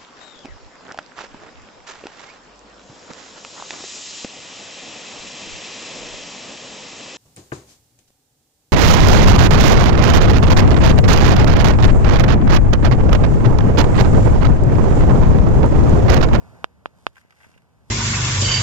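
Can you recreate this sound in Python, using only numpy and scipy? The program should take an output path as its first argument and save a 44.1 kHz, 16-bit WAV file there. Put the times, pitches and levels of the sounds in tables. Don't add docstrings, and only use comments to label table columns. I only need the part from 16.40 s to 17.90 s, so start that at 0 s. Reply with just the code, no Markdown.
import sys
import numpy as np
from scipy import signal
from scipy.fft import rfft, irfft
from scipy.io import wavfile
from scipy.ndimage import uniform_filter1d, minimum_filter1d

SR = 44100
rng = np.random.default_rng(int(sys.argv[2]) if len(sys.argv) > 2 else 0)


def persist_wave(psi):
    counts = np.round(np.clip(psi, -1, 1) * 32767).astype(np.int16)
    wavfile.write(sys.argv[1], SR, np.atleast_2d(counts).T)


N = 66150
T = np.arange(N) / SR
HZ = np.maximum(np.arange(N // 2 + 1) * SR / N, 1)

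# f/Hz, left-right likeness
SOIL_LIKENESS = [(500, 1), (1500, .6), (2200, 1), (2800, 0.44), (4100, .95), (7000, .5), (12000, .1)]


def from_db(db):
    return 10 ** (np.asarray(db) / 20)


def rms_one(x):
    return x / np.sqrt(np.mean(x ** 2) + 1e-20)


def level(rows):
    times, db = np.transpose(rows)
    return (T >= times[0]) * from_db(np.interp(T, times, db))


def over_hz(points):
    hz, value = np.transpose(points)
    return np.interp(np.log(HZ), np.log(hz), value)


def resonance(x, hz, width_hz):
    r = np.exp(-np.pi * width_hz / SR)
    feedback = [1, -2 * r * np.cos(2 * np.pi * hz / SR), r * r]
    return signal.lfilter(np.array([1, 0, -1]) * (1 - r * r) / 2, feedback, x + 1e-18)


def burst(start, t60):
    return (T >= start) * np.exp(-np.log(1000) * np.maximum(T - start, 0) / t60)


def ring(start, hz, t60):
    return np.sin(2 * np.pi * hz * (T - start)) * burst(start, t60)


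def stereo(pair, colour, likeness):
    mid, side = rfft(pair) * from_db(over_hz(colour))
    alike = np.clip(over_hz(likeness), -1, 1)
    return rms_one(irfft(np.sqrt(1 + alike) * mid + np.sqrt(1 - alike) * side * [[1], [-1]], N))


def grains(per_s, spread_db):
    sizes = from_db(spread_db * np.minimum(rng.exponential(1, N), 5))
    return (rng.random(N) < per_s / SR) * sizes * rng.standard_normal((2, N))


def air():
    # f/Hz, level/dB
    hiss_colour = [(100, -8), (330, 0.5), (550, 1.5), (950, -1.5), (1200, -6.5), (1600, -8), (2100, -11),
                   (3000, -21), (6000, -22.5), (10000, -29.5), (14000, -36.5)]
    rumble_colour = [(20, -24), (40, -16.5), (65, 4), (92, 2), (130, -2), (180, -2), (260, -9.5),
                     (350, -24.5), (700, -36.5), (2000, -83)]
    # t/s, level/dB
    hiss_level = [(0, -52.5), (.22, -53), (.3, -51.5), (.65, -51.5), (.8, -58.5), (1.3, -56.5), (1.5, -56)]
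    rumble_level = [(0, -46.5), (.2, -48.5), (.3, -48.5), (.38, -44.5), (.5, -48.5), (.63, -46), (.74, -53),
                    (.95, -53.5), (1.12, -49.5), (1.28, -52.5), (1.42, -48.5), (1.49, -47)]
    # f/Hz, left-right likeness
    hiss_likeness = [(300, 0.47), (1000, 1), (2050, 1), (4100, 1), (7000, .6), (12000, .2)]
    rumble_likeness = [(40, 0.93), (95, 0.12), (250, 0.2)]
    hiss = level(hiss_level) * stereo(rng.standard_normal((2, N)), hiss_colour, hiss_likeness)
    rumble = level(rumble_level) * stereo(rng.standard_normal((2, N)), rumble_colour, rumble_likeness)
    return hiss + rumble


def clicks():
    # t/s, level/dB, half-width/ms, low ring/dB, snap/dB (both relative to the spike)
    strikes = [(0.2435, 14.6, .071, -47, -41), (0.4582, 7.7, .096, -39, -48),
               (0.6675, 14.6, .073, -40, -43)]
    # f/Hz, width/Hz, level/dB
    modes = [(1240, 790, -4), (2685, 2100, -1), (8100, 5000, 0)]
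    # f/Hz, level/dB
    tail_colour = [(500, 8), (1200, 4), (2100, 2.5), (3200, 1.5), (4300, -4), (7500, -18), (10000, -20),
                   (14000, -48)]
    tail_db, left_db, low_cut_hz = -30.5, -2.9, 163
    spikes, low_ring, tail_envelope = np.zeros((3, N))
    for start, db, width_ms, ring_db, snap_db in strikes:
        widths_from_peak = np.clip((T - start) * 1000 / width_ms, -40, 40)
        spikes -= from_db(db) / np.cosh(widths_from_peak)
        low_ring -= from_db(db + ring_db) * ring(start, hz=58.7, t60=0.13)
        snap = from_db(db + snap_db) * burst(start, t60=0.0041)
        tail_envelope += snap + from_db(tail_db) * burst(start, t60=0.056)
    body = sum(from_db(db) * resonance(spikes, hz, width) for hz, width, db in modes)
    low_cut = signal.butter(2, low_cut_hz, "high", fs=SR, output="sos")
    knock = signal.sosfilt(low_cut, 0.5 * (spikes + body))
    tail = tail_envelope * stereo(rng.standard_normal((2, N)), tail_colour, SOIL_LIKENESS)
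    return (knock + low_ring + tail) * from_db([[left_db], [0]])


def grit():
    # t/s, level/dB
    trickle = [(.49, -77), (.58, -60), (.66, -59), (.73, -66), (.80, -54), (.84, -76), (.88, -67.5),
               (.91, -72), (.96, -62), (1.01, -57.5), (1.10, -60), (1.17, -66.5), (1.27, -76),
               (1.44, -73.5), (1.5, -59)]
    # f/Hz, level/dB
    colour = [(1000, -26.5), (3000, 0.5), (5500, 1), (8500, -3), (11000, -7), (14000, -18.5)]
    return level(trickle) * stereo(grains(per_s=5500, spread_db=3), colour, SOIL_LIKENESS)


def crumbs():
    # t/s, level/dB
    sliding = [(.73, -55), (.79, -51.5), (.86, -53), (.92, -59), (.96, -51), (1.05, -47.5), (1.12, -55),
               (1.20, -62.5), (1.27, -69)]
    # f/Hz, level/dB
    colour = [(200, -11), (600, 1.5), (1000, 2), (2200, 2), (3200, -6), (4200, -11.5), (6000, -8.5),
              (9000, -18.5), (14000, -23)]
    # t/s, level/dB, decay/s (to fall 20 dB), f/Hz
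    crunches = [(0.7566, -32, .008, 2540), (0.7666, -31.5, 0.026, 1510), (0.7801, -32.5, 0.0085, 1850),
                (0.813, -39, 0.011, 9900), (0.885, -53, 0.011, 1600), (.897, -47, 0.014, 4800),
                (0.906, -39, 0.016, 4630), (0.922, -36, 0.014, 1210), (1.002, -40.5, 0.049, 1850),
                (1.031, -38.5, 0.021, 2310), (1.0405, -38, 0.025, 1670), (1.047, -37, 0.0089, 1520),
                (1.115, -42.5, 0.013, 5660), (1.139, -43, 0.031, 2530), (1.1766, -36.5, 0.012, 2470),
                (1.219, -49, .008, 8900)]
    # f/Hz, width/Hz, left/dB, right/dB
    port_modes = [(1583, 120, 2, -4.5), (2037, 160, 4.5, 3.5), (2765, 94, -19, 4.5)]
    attack_s, crumb_q, ring_db = 0.00053, 4, 6.5
    soil = level(sliding) * stereo(grains(per_s=4600, spread_db=1.5), colour, SOIL_LIKENESS)
    breaking = stereo(grains(per_s=7000, spread_db=1.5), colour, SOIL_LIKENESS)
    for start, db, decay_s, hz in crunches:
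        age = np.maximum(T - start, 0)
        envelope = from_db(db) * np.minimum(age / attack_s, 1) * np.exp(-np.log(10) * age / decay_s)
        ringing = from_db(ring_db) * resonance(breaking, hz, hz / crumb_q)
        soil += envelope * rms_one(breaking + ringing)
    port_ring = sum(from_db([[left], [right]]) * resonance(soil, hz, width)
                    for hz, width, left, right in port_modes)
    return 0.5 * (soil + port_ring)


def bucket():
    # t/s, level/dB
    bumps = [(0.85, -36), (1.067, -35), (1.095, -38.5), (1.163, -34.5)]
    # f/Hz, level/dB, t60/s
    modes = [(133, -2, 0.03), (231, 0, 0.018), (423, -5, .015), (710, -15, 0.0055)]
    return sum(from_db(db + mode_db) * ring(start, hz, t60)
               for start, db in bumps for hz, mode_db, t60 in modes)


def scene():
    return air() + clicks() + grit() + crumbs() + bucket()


def limiter(x, limit_db=-0.84, release_db_per_s=4.8, lookahead_s=0.0018):
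    peak_db = 20 * np.log10(np.abs(x).max(axis=0) + 1e-9)
    over_db = np.maximum(peak_db - limit_db, 0)
    held_db = np.maximum.accumulate(over_db + release_db_per_s * T) - release_db_per_s * T
    ahead = int(lookahead_s * SR)
    early_gain_db = minimum_filter1d(-held_db, 2 * ahead + 1)
    return x * from_db(uniform_filter1d(early_gain_db, ahead))


def record(dry):
    # f/Hz, level/dB
    left_colour = [(100, -1), (1000, 0), (7000, 0), (11000, 3.5), (14000, 3.5)]
    # f/Hz, level/dB
    hiss_colour = [(100, 3), (3000, 6), (7000, -4.5), (14000, -4)]
    left_lag_ms, hiss_db, cutoff_hz = 0.489, -78.5, 14500
    delay = np.exp(-2j * np.pi * HZ * left_lag_ms / 1000)
    left = -irfft(rfft(dry[0]) * delay * from_db(over_hz(left_colour)), N)
    limited = limiter(np.array([left, dry[1]]))
    hiss_spectrum = rfft(rng.standard_normal((2, N))) * from_db(over_hz(hiss_colour))
    hiss = from_db(hiss_db) * rms_one(irfft(hiss_spectrum, N))
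    top_cut = 1 / np.sqrt(1 + (HZ / cutoff_hz) ** 90)
    return irfft(rfft(limited + hiss) * top_cut, N)


dry = scene()
out = record(dry)
persist_wave(out)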